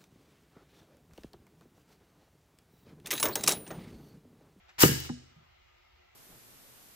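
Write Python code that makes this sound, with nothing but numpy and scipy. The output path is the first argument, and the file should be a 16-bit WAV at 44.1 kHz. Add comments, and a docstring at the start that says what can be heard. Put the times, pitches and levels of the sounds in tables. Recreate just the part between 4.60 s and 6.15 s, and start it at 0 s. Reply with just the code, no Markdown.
"""A pneumatic clamp fires once on a workshop bench: a valve clacks, air hisses up, the piston slams home
and rebounds, the exhaust spits and the bench knocks again, while the room rings over a faint hum of machinery.
Air is shaped turbulent noise, thuds and steel strikes are sums of decaying modes, clacks are noise bursts;
bench reflections, a diffuse tail and a steady two-channel background surround them."""
import sys
import numpy as np
from scipy import signal
from scipy.fft import rfft, irfft
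from scipy.io import wavfile
from scipy.ndimage import uniform_filter1d

SR = 44100
rng = np.random.default_rng(int(sys.argv[2]) if len(sys.argv) > 2 else 0)


def transcribe(u):
    """Save the signal u as a 16-bit wav file named by the first command-line argument.

    u: samples, shape (n,) or (channels, n), limited to [-1, 1]; the rate is SR.
    q: integer samples, one column per channel.
    """
    v = np.clip(np.atleast_2d(u).T, -1, 1)
    q = np.round(v * 32767).astype(np.int16)
    wavfile.write(sys.argv[1], SR, q)


N = 68355  # length in samples


def gain_of(db):
    """Amplitude ratio of a level: 20 dB is a factor of ten."""
    return 10 ** (np.asarray(db) / 20)


def evened(x):
    """Normalisation to unit rms, so that a level can be set afterwards."""
    return x / np.sqrt(np.mean(x ** 2) + 1e-20)


def read(points, hz):
    """Interpolation of a curve on a logarithmic frequency axis, as pitch is heard."""
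    f, value = np.transpose(points)
    return np.interp(np.log(hz + 1), np.log(f + 1), value)


def add(mix, s, sound):
    """Superposition: the sound is summed into the mix from s seconds on."""
    part = mix[round(s * SR):][:len(sound)]
    part += sound[:len(part)]


def noise(colour, size):
    """Spectral shaping: white noise filtered to the given colour, at unit rms."""
    gain = gain_of(read(colour, np.fft.rfftfreq(size, 1 / SR)))
    return evened(irfft(rfft(rng.standard_normal(size)) * gain, size))


def diffuse(db, size):
    """Diffuse field: two partly coherent noises with levels given in bins x frames."""
    # Each row: frequency in Hz, left-right correlation from -1 to 1.
    coherence = [(60, 1), (130, -0.043), (290, 0.2), (640, -0.87), (1410, 0.47), (3100, -0.021),
                 (6820, 0.033), (15000, -0.0)]
    a, b, c, d = rng.standard_normal((db.shape[1], db.shape[0], 4)).T
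    same = np.clip(read(coherence, np.fft.rfftfreq(size, 1 / SR)), -1, 1)[:, None]
    left = a + 1j * b
    right = same * left + np.sqrt(1 - same ** 2) * (c + 1j * d)
    z = np.array([left, right])
    return signal.istft(z * gain_of(db), nperseg=size, noverlap=size * 3 // 4)[1]


def workshop():
    """Stationary random background: a wash with slow patches, and narrow-band machine whines."""
    # Spectrum of the wash. Each row: frequency in Hz, relative density in dB per Hz.
    wash_colour = [(20, -32.5), (65, -3.5), (98, -14), (172, -26), (220, -30), (430, -26.5), (700, -16),
                   (1060, -23.5), (1290, -23), (1710, -24), (2100, -20.5), (3000, -24), (7700, -40),
                   (8200, -54), (11200, -51.5), (12000, -42.5), (16000, -44)]
    # Machinery tones. Each row: frequency in Hz, relative level in dB.
    tones = [(360.7, -86), (1227, -83.5), (1335, -84.5), (2040, -89), (2132, -87), (2859, -85.5)]
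    wash_db, whines_db = -64.5, -73.5  # overall rms levels
    half_width_hz = 9  # where a whine's amplitude has halved
    hz, frames = np.fft.rfftfreq(4096, 1 / SR), N // 1024 + 5
    patches = uniform_filter1d(rng.standard_normal((frames, len(hz))), size=4, axis=0)
    patches = evened(uniform_filter1d(patches, size=20, axis=1)).T
    wash = diffuse(read(wash_colour, hz)[:, None] + 1.5 * patches, size=4096)[:, :N]
    peaks = sum(gain_of(db) / (1 + ((hz - f) / half_width_hz) ** 4) for f, db in tones)
    whines = diffuse(20 * np.log10(peaks)[:, None] + 0.83 * patches, size=4096)[:, :N]
    return gain_of(wash_db) * evened(wash) + gain_of(whines_db) * evened(whines)


def clacks():
    """Impact transients: broadband noise with a fast onset and exponential decay."""
    # Light clacks. Each row: start in seconds, level in dB, t60 in seconds.
    taps = [(0.0835, -58.5, .05), (0.0915, -53.5, .1), (0.1822, -41, 0.064)]
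    # Their spectrum. Each row: frequency in Hz, relative density in dB per Hz.
    tap_colour = [(300, -20.5), (600, -18), (760, -10.5), (1200, -9), (1900, -7), (2400, -10),
                  (4700, -18.5), (7500, -23.5), (9000, -43)]
    out, t = np.zeros(N), np.arange(8192) / SR
    for s, db, t60 in taps:
        onset = np.minimum(t / 0.00085, 1)
        add(out, s, gain_of(db - 60 * t / t60) * onset * noise(tap_colour, len(t)))
    return out


def cracks():
    """Modal excitation: steel striking steel rings short modes, most strongly near the blow's pitch."""
    # Strikes. Each row: start in seconds, level in dB, pitch the blow favours in Hz,
    # narrowness in dB per octave.
    strikes = [(.0875, -59, 790, 30), (.0995, -60, 740, 30), (.2312, -31, 1240, 8), (.2335, -17, 3900, 4),
               (.2350, -17.5, 1250, 9), (.2425, -23, 800, 25), (.2765, -31, 1650, 20),
               (.4932, -40, 1520, 18), (.4962, -34, 830, 34)]
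    # Modes of piston and collet. Each row: frequency in Hz, relative level in dB, t60 in seconds.
    steel = [(630, -10, .03), (780, -4, .06), (850, -5, .055), (1005, -2, .035), (1240, -1, .03),
             (1450, -1, .022), (1620, -1, .035), (1850, -3, .04), (2200, -5, .025), (2930, 4, .025),
             (3900, 0, .018), (5500, 2, .014), (7000, -2, .01)]
    out, t = np.zeros(N), np.arange(4096) / SR
    f, mode_db, t60 = np.transpose(steel)[:, :, None]
    for s, db, blow_hz, narrow_db in strikes:
        # every strike varies each mode by about 1 dB and draws its polarity
        luck_db, side = rng.standard_normal((2, len(steel), 1))
        favour_db = -narrow_db * abs(np.log2(f / blow_hz))
        level = db + mode_db + favour_db + luck_db - 60 * t / t60
        modes = gain_of(level) * np.sign(side) * np.sin(2 * np.pi * f * t)
        add(out, s, modes.sum(axis=0))
    return out


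def jet():
    """Turbulent jet noise: a gritty hiss that starts dull, brightens as the valve opens, then dies away."""
    # Air flow. Each row: time in seconds, level in dB, treble tilt in dB per octave above 3 kHz.
    flow = [(.181, -55.5, -7), (0.188, -38.5, -6.5), (0.205, -31.5, 1.5), (0.223, -25, 1.5),
            (0.238, -28.5, 0), (.25, -32, 1.5), (0.299, -40, 0.5), (0.391, -52, -1), (0.472, -52.5, -5.5),
            (.6, -100, -11)]
    # Nozzle spectrum ahead of the tilt. Each row: frequency in Hz, relative density in dB per Hz.
    nozzle = [(120, -42), (250, -13.5), (600, -15.5), (800, -4.5), (1300, -5.5), (1750, -5), (3000, -5),
              (4100, -10), (5000, -4), (8800, -7), (10300, -15), (11800, -6.5), (14500, -3), (16000, -13.5)]
    grit_db = 4  # rms of the rapid level fluctuation
    hz, t, z = signal.stft(noise(nozzle, N), SR, nperseg=128)
    s, db, tilt = np.transpose(flow)
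    octaves_up = np.log2(np.maximum(hz / 3000, 1))
    z = z * gain_of(np.outer(octaves_up, np.interp(t, s, tilt)))
    flutter = evened(uniform_filter1d(rng.standard_normal(N), size=30))
    level = gain_of(np.interp(np.arange(N) / SR, s, db, left=-200, right=-200))
    return signal.istft(z, SR, nperseg=128)[1][:N] * gain_of(grit_db * flutter) * level


def knocks():
    """Modal resonance: each thud through the housing swells the body modes near its favoured pitch."""
    # Thuds. Each row: start in seconds, level in dB, pitch the blow favours in Hz,
    # narrowness in dB per octave squared, swell time constant in seconds.
    thuds = [(0.1834, -51, 136, 5.5, 0.002), (0.2311, -31, 404, 3.5, 0.00065),
             (0.2368, -10.5, 301.2, 8.5, 0.00071), (0.2551, -21, 194.7, 3, 0.00052),
             (0.277, -19.5, 156, 8, .004), (0.2892, -24.5, 350.4, 14.5, 0.0016),
             (0.3177, -30, 173, 8, .001), (0.4973, -17.5, 253.6, 233, 0.0025),
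             (.763, -50, 159.1, 31, 0.0035), (.812, -64, 149.4, 3, 0.0023)]
    # Modes of housing and bench. Each row: frequency in Hz, relative level in dB, t60 in seconds.
    body = [(80, -13.5, 1), (128.55, -10, 0.44), (155, 4.5, 0.12), (199.3, -3.5, 0.13), (246.6, -9.5, 0.19),
            (268, -5.5, 0.071), (302.4, 6.5, 0.053), (364, 6, 0.034), (455, -1.5, 0.094)]
    out, t = np.zeros(N), np.arange(SR // 2) / SR
    for s, db, blow_hz, narrow_db, swell in thuds:
        ring = np.zeros(len(t))
        for f, mode_db, t60 in body:
            most_db = 15 if f < blow_hz else 28  # limit of the loss away from the favoured pitch
            loss_db = min(narrow_db * np.log2(f / blow_hz) ** 2, most_db)
            ring += gain_of(mode_db - loss_db - 60 * t / t60) * np.sin(2 * np.pi * f * t)
        add(out, s, -gain_of(db) * (1 - np.exp(-t / swell)) ** 2 * ring)
    return signal.lfilter(*signal.butter(2, 55, "high", fs=SR), out)


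def spits():
    """Turbulent puffs: exhaust air as bright noise under a half-Gaussian pulse."""
    # Puffs. Each row: start in seconds, level in dB, time to fall by 8.7 dB in seconds.
    puffs = [(.4008, -33.5, .0045), (.455, -49, .002), (.4590, -41, .002)]
    # Their spectrum. Each row: frequency in Hz, relative level in dB.
    puff_colour = [(2000, -26), (5500, -6), (10000, -13), (12000, -8), (14500, 0), (16000, 0)]
    out, t = np.zeros(N), np.arange(8192) / SR
    for s, db, length in puffs:
        onset = np.minimum(t / .0005, 1)
        add(out, s, gain_of(db - 8.7 * (t / length) ** 2) * onset * noise(puff_colour, len(t)))
    return out


def ports(x, early_db, share=1):
    """Interaural phase and early reflection: the right port leads, and dense bench echoes follow."""
    # Each row: frequency in Hz, phase by which the right port leads at full share in radians.
    phase_lead = [(60, .15), (150, .3), (330, 1.15), (700, 1.3), (1400, 2.6), (2100, 2.7), (3000, 1.6),
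                  (16000, 1.8)]
    early_low_hz, early_s = 1030, 0.0055  # low cut-off and amplitude time constant of the echoes
    size = 2 * N
    lead = np.exp(1j * share * read(phase_lead, np.fft.rfftfreq(size, 1 / SR)))
    direct = np.array([x, irfft(rfft(x, size) * lead, size)[:N]])
    t = np.arange(3000) / SR
    early = rng.standard_normal((2, len(t))) * np.exp(-t / early_s)
    early = signal.lfilter(*signal.butter(2, early_low_hz, "high", fs=SR), early)
    early *= gain_of(early_db) / np.linalg.norm(early[0])
    return direct + signal.fftconvolve(x[None], early, axes=1)[:, :N]


def room(x):
    """Reverberation: convolution with a diffuse tail whose bands each decay at their own rate."""
    # Each row: frequency in Hz, t60 in seconds.
    decay = [(80, 0.57), (140, 0.72), (250, 0.42), (600, 0.94), (1000, 0.24), (1750, 0.44), (4000, 0.71),
             (8000, 0.58), (14000, 0.15)]
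    # Each row: frequency in Hz, relative level of the tail in dB.
    tail_colour = [(60, -11), (130, -11.5), (250, -11), (600, -17.5), (1100, -12), (1750, -0.5), (2300, -4),
                   (2900, -3), (4000, -0.5), (9000, -3), (14000, -3)]
    hz, t = np.fft.rfftfreq(512, 1 / SR)[:, None], np.arange(400) * 128 / SR
    t60 = read(decay, hz)
    # longer decays start lower, so t60 leaves a band's energy unchanged
    tail = diffuse(read(tail_colour, hz) - 10 * np.log10(t60) - 60 * t / t60, size=512)
    build_up = np.minimum(np.arange(tail.shape[1]) / SR / 0.079, 1)
    tail *= build_up * 0.00095
    return signal.fftconvolve(x[None], tail, axes=1)[:, :N]


def scene():
    """Superposition of direct, reflected and reverberant sound with the background."""
    near = jet() + knocks()
    sharp = clacks() + spits() + cracks()
    spread = gain_of(1) * np.array([jet(), jet()])  # turbulence that each port hears alone
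    direct = ports(near, early_db=3) + ports(sharp, early_db=-9, share=.7)
    return direct + spread + room(near + sharp + spread[0]) + workshop()


def record(dry):
    """Linear colouring and soft saturation: the ports differ in colour, peaks flatten, the top is cut."""
    # Each row: frequency in Hz, left minus right in dB.
    balance = [(60, -2.5), (110, 1), (200, -1), (380, 2.5), (700, -3.5), (1290, 3.5), (2380, 2.5),
               (4400, -4), (8120, 4), (15000, 3)]
    edge_hz, ceiling = 15800, .92  # ceiling in amplitude
    half = read(balance, np.fft.rfftfreq(2 * N, 1 / SR)) / 2
    tinted = irfft(rfft(dry, 2 * N) * gain_of([half, -half]), 2 * N)[:, :N]
    flattened = tinted / (1 + (abs(tinted) / ceiling) ** 6) ** (1 / 6)
    low_pass = signal.firwin(511, edge_hz, window=("kaiser", 9), fs=SR)
    return signal.oaconvolve(flattened, low_pass[None], "same")


dry = scene()
out = record(dry)
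transcribe(out)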